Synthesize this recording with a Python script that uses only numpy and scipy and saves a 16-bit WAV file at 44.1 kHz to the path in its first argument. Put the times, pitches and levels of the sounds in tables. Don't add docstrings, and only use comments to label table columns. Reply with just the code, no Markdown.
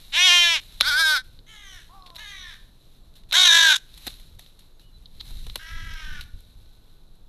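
import sys
import numpy as np
from scipy import signal
from scipy.fft import rfft, irfft
from scipy.io import wavfile
from scipy.ndimage import uniform_filter1d

SR = 44100
rng = np.random.default_rng(int(sys.argv[2]) if len(sys.argv) > 2 else 0)


def to_wav(s):
    ch = np.atleast_2d(s).T
    pcm = np.round(np.clip(ch, -1, 1) * 32767)
    wavfile.write(sys.argv[1], SR, pcm.astype(np.int16))


def natural_amplitude(level_db):
    exponent = np.asarray(level_db, float) / 20
    return 10 ** exponent


N = 321048
T = np.arange(N) / SR


def slack_flutter(rate_hz, since_s):
    rush, rush_s = .6, .04
    rate_hz = rate_hz * (1 + rush * np.exp(-since_s / rush_s))
    cycle = np.cumsum(rate_hz * (1 + .04 * walk(30, since_s.shape))) / SR % 1
    ramp = uniform_filter1d(2 * cycle - 1, size=110)
    return ramp * (1 + .12 * walk(50, since_s.shape))


# centre_hz, relative_width, gain_db
NARROW = [
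    (3790, 0.042, 5.5),
    (1267, 0.013, -7.5),
    (4746, 0.035, -9.5),
    (1876, 0.022, -9),
    (2620, 0.059, -4),
]


def vocal_tract(f_hz, k, opening, table, build, patchy_db=2.2):
    def between(shut, wide):
        return shut + (wide - shut) * opening

    throat_hz, throat_db = between(1460, 2140), between(11, 3)
    beak_hz, beak_db = between(3850, 3078), between(2, 7)
    throat_share, beak_share, overtone, overtone_db, _ = build
    shape_db = throat_share * throat_db * bump(f_hz / throat_hz, .12)
    shape_db += beak_share * beak_db * bump(f_hz / beak_hz, .052)
    shape_db += overtone_db * bump(k / overtone, .045)
    for centre_hz, width, gain_db in NARROW:
        shape_db += gain_db * bump(f_hz / centre_hz, width)
    shape_db += patchy_db * np.sqrt(np.minimum(f_hz, 2500) / 2000) * walk(40, f_hz.shape)
    size = gain_at(table, f_hz) * natural_amplitude(shape_db)
    return size / np.sqrt((size ** 2).sum(axis=0) / 2)


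def breath_noise(phase, table):
    gate = 1 + .27 * np.cos(phase)
    breath = np.gradient(colour(rng.standard_normal(len(phase)) * gate, table))
    return breath / breath.std()


def add_echo(dry, echo_db):
    t60_s, gap_s = .45, .012
    lag = T[:SR // 2]
    echo = rng.standard_normal(len(lag)) * np.exp(-np.log(1000) * lag / t60_s) * (lag > gap_s)
    wet = signal.fftconvolve(dry, echo / np.sqrt(np.sum(echo ** 2))) * natural_amplitude(echo_db)
    wet[:len(dry)] += dry
    return wet


def caw(rows, table, flutter, rasp, build, jitter=.07):
    slack_share, slack_span, unsettled, edge_s = .92, .25, .45, .0018
    s, *columns = np.transpose(rows)
    t = T[int(s[0] * SR):int(s[-1] * SR)]
    hz, db, opening = (np.interp(t, s, c) for c in columns)
    rate_hz, swing, swing_db, breath_db, echo_db, hoarse = flutter
    since = t - t[0]
    rough = rasp + np.maximum(slack_share - hz / np.median(hz), 0) / slack_span
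    hoarse = hoarse + unsettled / (1 + (since / build[-1]) ** 8) + rough
    rough = np.clip(rough, 0, 1)
    ramp = slack_flutter(rate_hz, since)

    wobble = jitter * rough ** 2 * walk(250, t.shape) + .006 * walk(30, t.shape)
    hz = hz * (1 + swing * ramp + wobble)
    phase = 2 * np.pi * np.cumsum(hz) / SR
    k = np.arange(1, 14000 // hz.mean())[:, None]
    f_hz = k * hz
    size = vocal_tract(f_hz, k, opening, table, build)
    scatter = hoarse * (f_hz / 4000) ** 1.1 * walk(260, f_hz.shape) + .8 * walk(14, f_hz.shape)
    voice = (size * np.sin(k * phase + .12 * k ** 2 + scatter)).sum(axis=0)

    share = np.clip(natural_amplitude(breath_db) + .8 * rough ** 4, 0, 1)
    mix = np.sqrt(1 - share ** 2) * voice + share * breath_noise(phase, table)
    edge = np.minimum(1, np.minimum(since, t[-1] - t) / edge_s)
    snap_db = swing_db * (1 + 1.5 * rough ** 2) * (ramp - ramp ** 2)
    return int(s[0] * SR), add_echo(mix * natural_amplitude(db + snap_db) * edge, echo_db)


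# time_s, pitch_hz, level_db, beak_opening (0-1)
NEAR = [
    [(0.12, 262.2, -44.5, 0), (0.14, 275.2, -25, .1), (0.176, 343, -19, .5), (0.256, 372.6, -14.5, 0.9),
     (0.304, 352.3, -14.5, 0.95), (0.43, 345.4, -16.5, 0.8), (0.53, 331.3, -21, 0),
     (0.562, 306.2, -22, 0.1), (0.603, 238, -41, 0)],
    [(0.825, 240.2, -33.5, 0.36), (0.879, 301.7, -20, 0.6), (0.891, 318, -22, 0.55),
     (0.921, 279.6, -22.5, 0.73), (1.0, 325.8, -19, 0.2), (1.052, 319, -19, 0.2), (1.142, 300.9, -20, 0.66),
     (1.178, 256.3, -24, 0.6), (1.22, 249.3, -47, 0.5)],
    [(3.333, 291.8, -25, 0), (3.345, 319.2, -18, 0.46), (3.374, 361.8, -14.5, 0.87), (3.425, 372.3, -14, 1),
     (3.5, 337.6, -13, .3), (3.642, 327.7, -15, 0.33), (3.72, 309.6, -14.5, 0.01),
     (3.764, 236.8, -24.5, 0.12), (3.79, 226, -52.5, 0)],
]
# time_s, pitch_hz, level_db, beak_opening (0-1)
FAR = [
    [(1.464, 405, -61, 0.6), (1.494, 442.4, -50, 0.93), (1.762, 362.2, -47, 0.62), (1.81, 300, -53, 0.33),
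     (1.85, 263, -64, .3)],
    [(2.18, 390.3, -45.5, .7), (2.208, 430.5, -43, 1), (2.494, 343.4, -43.5, 0.4), (2.54, 289.2, -47, .2),
     (2.58, 266.7, -64, 0.1)],
    [(5.59, 285.7, -48, 0.8), (5.6, 312, -46.5, .6), (5.694, 329, -43.5, .7), (5.996, 315.2, -43.5, 0.8),
     (6.196, 286.4, -42.5, 0.02), (6.24, 257, -68.5, 0.1)],
    [(1.89, 318, -59, 0.3), (1.946, 394.4, -51.5, 0.5), (2.224, 312.4, -59, .4), (2.25, 277, -65, .4)],
]
# freq_hz, gain_db
NEAR_COLOURS = [
    [(180, -75), (300, -36.5), (940, -13.5), (1400, -16.5), (1700, -7.5), (2030, -6), (2390, 0),
     (3240, -1.5), (4690, -14), (5780, -14), (9370, -30.5), (11700, -25), (12900, -45.5), (14000, -64)],
    [(160, -67.5), (280, -41), (1200, -14.5), (1510, 5.5), (1640, -11.5), (1930, -18.5), (2310, -12),
     (2550, -20), (2900, -22), (3210, -10.5), (4910, -10), (7040, -28.5), (7640, -26), (11900, -24),
     (14000, -35)],
    [(180, -70), (300, -39.5), (1050, -10), (1300, -20.5), (1450, -5.5), (1600, -2.5), (1790, -10.5),
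     (2200, -11.5), (3870, 0), (4060, -7.5), (4690, -12.5), (6270, -12), (9670, -26.5), (10700, -22),
     (12400, -25.5), (13100, -50), (14000, -60)],
]
# freq_hz, gain_db
FAR_COLOURS = [
    [(350, -35), (600, -17), (1590, -2), (1880, 0), (2600, -6), (3020, 1), (3840, -3), (4690, -16.5),
     (5950, -12.5), (7180, -18), (12000, -19.5), (15600, -47.5), (22000, -120)],
    [(350, -54), (600, -23.5), (1140, -2.5), (1480, -7), (1720, 3), (2840, -5), (3740, 2), (4990, -16.5),
     (6020, -13), (7180, -24), (12000, -21.5), (15600, -55), (22000, -120)],
    [(400, -35), (650, -18.5), (1000, -9), (1600, 8), (2000, -1), (2550, -1), (3100, -0.5), (4100, -13),
     (4600, -12.5), (5500, -8), (6300, -16), (7000, -22), (12000, -46)],
    [(500, -13), (750, -7.5), (1100, 3.5), (1300, -8), (1600, -28)],
]
# rate_hz, pitch_swing (0-1), level_swing_db, breath_db, echo_db, hoarseness
FLUTTER = [
    (60, .003, .8, -30, -33, .1),
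    (70, .003, .8, -31, -33, .1),
    (52, .04, 3.6, -28, -33, .12),
    (66, .038, 3.8, -21, -8, .25),
    (66, .038, 3.8, -21, -8, .25),
    (46, .035, 3.6, -18, -9, .45),
    (66, .02, 3, -20, -13, 1.2),
]
RASP = [.03, .03, .2, .2, .2, .33, .15]
# throat_share, beak_share, overtone (multiple of pitch), overtone_db, settle_s
BUILD = [
    (.4, .7, 16.2, 7, 0.21),
    (1.1, .9, 15.8, 6.5, 0.15),
    (1.1, 0.8, 17.5, 4, 0.056),
    (.9, 0.75, 15.5, 12.5, .05),
    (.9, .9, 15.5, 12, .05),
    (.9, .9, 17.5, 2, .05),
    (.9, .9, 15.5, 3, .05),
]


def crows():
    out = np.zeros(N + SR)
    for bird in zip(NEAR + FAR, NEAR_COLOURS + FAR_COLOURS, FLUTTER, RASP, BUILD):
        start, sound = caw(*bird)
        out[start:start + len(sound)] += sound
    return out[:N]


# time_s, peak_db,
# sharpness_db, thud_db, length_s
TICKS = [(0.8042, -16.5, -25, -45, 0.0097), (0.809, -2, -23.5, -39, 0.014), (0.8178, -8, -49, -24, 0.0095),
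         (2.0615, -39.5, -26, -12, 0.1), (2.1031, -34, -23, -10, 0.0025), (2.157, -30.5, -11.5, -22, 0.013),
         (2.1633, -29, -18, -21, 0.022), (2.193, -30, -22.5, -23, 0.012), (3.3116, -22.5, -27, -31, 0.021),
         (3.323, -15.5, -25, -33.5, 0.013), (3.327, -10.5, -20, -36, 0.027), (3.9768, -36, -9, -24, 0.035),
         (4.067, -22.5, -9.5, -19, 0.046), (4.0737, -24, 6, -3, 0.011), (4.0785, -19.5, -27, -21, 0.012),
         (4.3933, -35, -12, -13, 0.019), (5.057, -36, -46.5, -29.5, 0.022),
         (5.198, -39.5, -43, -59.5, 0.04), (5.204, -27.5, -37.5, -54, 0.04),
         (5.2102, -26.5, -22, -50, 0.015), (5.3064, -44, 6, 1.5, 0.029), (5.467, -31, -11, -9, 0.021),
         (5.4975, -30, -30, -20, 0.016), (5.5572, -16.5, -12.5, -23, 0.011),
         (5.5592, -20.5, -20, -13.5, 0.017), (6.2093, -29, -18, -26, 0.037)]
# time_s, peak_db, sharpness_db
TAPS = [(1.3905, -40, -37.5), (1.561, -37.5, -24.5), (2.0231, -40.5, -41), (2.075, -44, -30.5),
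        (2.803, -54.5, -5), (3.139, -51.5, -13), (3.2362, -47.5, -20), (3.941, -39, -11.5),
        (4.198, -40.5, -15), (3.947, -46, -8.5), (4.14, -41, -13), (2.149, -39, -30.5), (2.066, -44, -13.5),
        (5.28, -52, -30), (5.484, -43.5, -25), (5.577, -36.5, -12), (4.4623, -43.5, -17),
        (4.593, -44, -8.5), (4.796, -44.5, -16), (5.371, -39.5, -14.5), (5.938, -37, -10.5),
        (6.406, -47, -3.5), (6.505, -58, -7), (6.66, -48, -24), (7.155, -58.5, 4.5)]
# freq_hz, gain_db
HOUSING = [(350, -64), (600, -18.5), (685, -27.5), (762, -21), (1060, -19.5), (1330, -19), (2550, -14.5),
           (3250, -10.5), (3700, -3), (4000, -0.5), (4690, -15.5), (8180, -21), (8980, -20), (11900, -13.5),
           (14300, -30)]


def housing_click(burst, sharp_db):
    table = []
    for hz, db in HOUSING:
        db = db + (sharp_db + 12) * (hz > 5000)
        db = db + min(sharp_db + 28, 0) * (hz < 2600)
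        table.append((hz, db))
    return colour(burst, table)


def ticks():
    tray_hz, tap_thud_db, tap_s = 650, -17.5, .012
    size, lead = 4096, 40
    out, lag = np.zeros(N + size), T[:size]
    hits = TICKS + [(*tap, tap_thud_db, tap_s) for tap in TAPS]
    tray = signal.butter(1, [tray_hz / 4.3, tray_hz], "band", fs=SR, output="sos")
    for s, db, sharp_db, thud_db, length_s in hits:
        scratch, blow = rng.standard_normal((2, size))
        fade = np.exp(-np.log(1000) * lag / np.clip(length_s, .003, .09))
        burst = scratch * (fade + .053 * np.exp(-lag / .016))
        click = housing_click(np.roll(burst, lead), sharp_db) * (lag < .08)
        thud = signal.sosfilt(tray, blow * np.sqrt(fade))
        hit = click / np.abs(click).max() + natural_amplitude(thud_db) * thud / np.abs(thud).max()
        start = int(s * SR) - lead
        out[start:start + size] += natural_amplitude(db) * hit
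    return out[:N]


# time_s, peak_db, rise_s_per_20db, fall_s_per_20db (negative: abrupt)
RUSTLE = [(0.08, -58.5, 2, .5), (0.8, -56.5, 2.5, 0.15), (1.24, -64, -0.1, 0.3), (1.88, -65, 1, 1),
          (2.15, -59, -0.3, 1.), (2.815, -73, -2.4, 1.5), (3.154, -59.5, -0.34, 0.1),
          (3.29, -61, -0.35, 1.5), (4.04, -61, 0.34, -1.5), (4.068, -51.5, 0.18, 0.21),
          (4.108, -55, 0.02, -0.6), (4.2, -60.5, -2.7, 0.3), (4.388, -59, -2.08, 0.26),
          (4.59, -62.5, -0.33, 0.14), (4.798, -63.5, -0.07, 0.1), (5.04, -73, 0.4, -8.5),
          (5.206, -58, -0.11, -1.63), (5.295, -56.5, 0.2, 2), (6.24, -60, 2., -0.3),
          (6.402, -71.5, -3.7, -0.5), (6.51, -71, -0.8, -0.7), (6.816, -74.5, -0.5, -2),
          (7.136, -73, -0.5, .08), (7.28, -79, -2.2, -1)]


def feathers():
    still_db = -83.5
    grain_db = 1.5 * np.minimum(rng.exponential(size=N // 64 + 1), 4.5)
    grains = natural_amplitude(grain_db.repeat(64)[:N])
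    rustle = colour(rng.standard_normal(N) * grains, HOUSING)
    return rustle * swells(RUSTLE, still_db) * natural_amplitude(4.5 + .91 * walk(30, (N,)))


# time_s, length_s, start_hz, end_hz, level_db
WHISTLES = [
    (1.88, .3, 5150, 5100, -79),
    (2.98, .14, 7650, 7600, -86),
    (4.73, .05, 6620, 6580, -76),
    (4.81, .12, 2950, 2870, -69),
    (4.925, .065, 4090, 3950, -62),
    (6.25, 1.0, 1510, 1495, -81),
]


def whistles():
    out = np.zeros(N)
    for s, length_s, start_hz, end_hz, db in WHISTLES:
        span = slice(int(s * SR), min(N, int((s + length_s) * SR)))
        count = span.stop - span.start
        hz = np.linspace(start_hz, end_hz, count) * (1 + .0074 * walk(40, (count,)))
        swell = np.sqrt(np.hanning(count)) * natural_amplitude(db + 3 + 3 * walk(25, (count,)))
        out[span] += swell * np.sin(2 * np.pi * np.cumsum(hz) / SR)
    return out


# time_s, peak_db, rise_s_per_20db, fall_s_per_20db
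WIND = [(0.12, -45, 1., .6), (0.6, -48, .8, 3.), (1.26, -50, 2., 1.), (2.09, -47, .8, .2),
        (4.05, -46, .4, 1.1), (4.85, -47.5, 2., .25), (5.13, -44, .2, .6), (5.33, -31, .1, .3),
        (5.44, -29, .15, .14), (5.77, -31, .15, .2), (5.93, -33, .2, .2), (6.07, -29, .06, .2),
        (6.14, -32, .1, .12), (6.35, -31, .03, .07), (6.6, -52, .3, 1.5), (7.12, -48.5, .35, .8)]
# freq_hz, gain_db
WIND_COLOUR = [(10, -27.5), (17, 8.5), (53, -7.5), (140, -22), (226, -31), (346, -43.5), (428, -57.5),
               (500, -40.5), (650, -72.5), (1100, -120)]


def wind():
    calm_db = -49.5
    rumble = colour(rng.standard_normal(N), WIND_COLOUR)
    rumble = rumble / np.sqrt(uniform_filter1d(rumble ** 2, size=5000))
    gust = uniform_filter1d(swells(WIND, calm_db), size=1200)
    return rumble * gust * natural_amplitude(2.5 * walk(14, (N,)) - 3)


# freq_hz, gain_db
GARDEN = [(59, -30), (100, -2), (142, -4.5), (198, -9.5), (282, -11.5), (537, -17.5), (584, -18.5),
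          (1210, -24.5), (1550, -27), (2160, -40.5), (3100, -39), (3940, -28.5), (4950, -39.5),
          (10500, -46), (13100, -34.5), (14300, -37.5)]


def garden():
    level_db = -63.5
    return colour(rng.standard_normal(N), GARDEN) * natural_amplitude(level_db + .55 * walk(4.6, (N,)))


def bump(ratio, width):
    return np.exp(-(np.log(ratio) / width) ** 2)


def gain_at(table, hz):
    f, db = np.transpose(table)
    return natural_amplitude(np.interp(np.log(hz + 1), np.log(f), db, left=-90, right=-90))


def colour(x, table):
    y = irfft(rfft(x) * gain_at(table, np.fft.rfftfreq(len(x), 1 / SR)), len(x))
    return y / np.sqrt(np.mean(y ** 2))


def walk(rate_hz, shape):
    coarse = 8
    k, count = int(SR / rate_hz / coarse), shape[-1] // coarse + 1
    held = rng.standard_normal((*shape[:-1], count // k + 1))
    held = np.repeat(held, k, axis=-1)[..., :count]
    slewed = uniform_filter1d(uniform_filter1d(held, k), k)
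    return 1.4 * np.repeat(slewed, coarse, axis=-1)[..., :shape[-1]]


def swells(rows, floor_db):
    s, db, rise, fall = (c[:, None] for c in np.transpose(rows))
    since = T[::64] - s
    rising, falling = -since / np.maximum(rise, 1e-3), since / np.maximum(fall, 1e-3)
    db = db - 20 * np.maximum(rising, falling)
    power = (natural_amplitude(db) ** 2).sum(axis=0) + natural_amplitude(floor_db) ** 2
    return np.interp(T, T[::64], np.sqrt(power))


def scene():
    return (crows() + ticks() + feathers() + whistles() + wind() + garden())[None]


def roll_off(x):
    return signal.sosfilt(signal.butter(12, 14000, fs=SR, output="sos"), x)


def record(dry):
    top = signal.butter(6, 13500, fs=SR, output="sos")
    rounded = np.tanh(.92 * dry) / .79
    return roll_off(signal.sosfilt(top, rounded))


dry = scene()
out = record(dry)
to_wav(out)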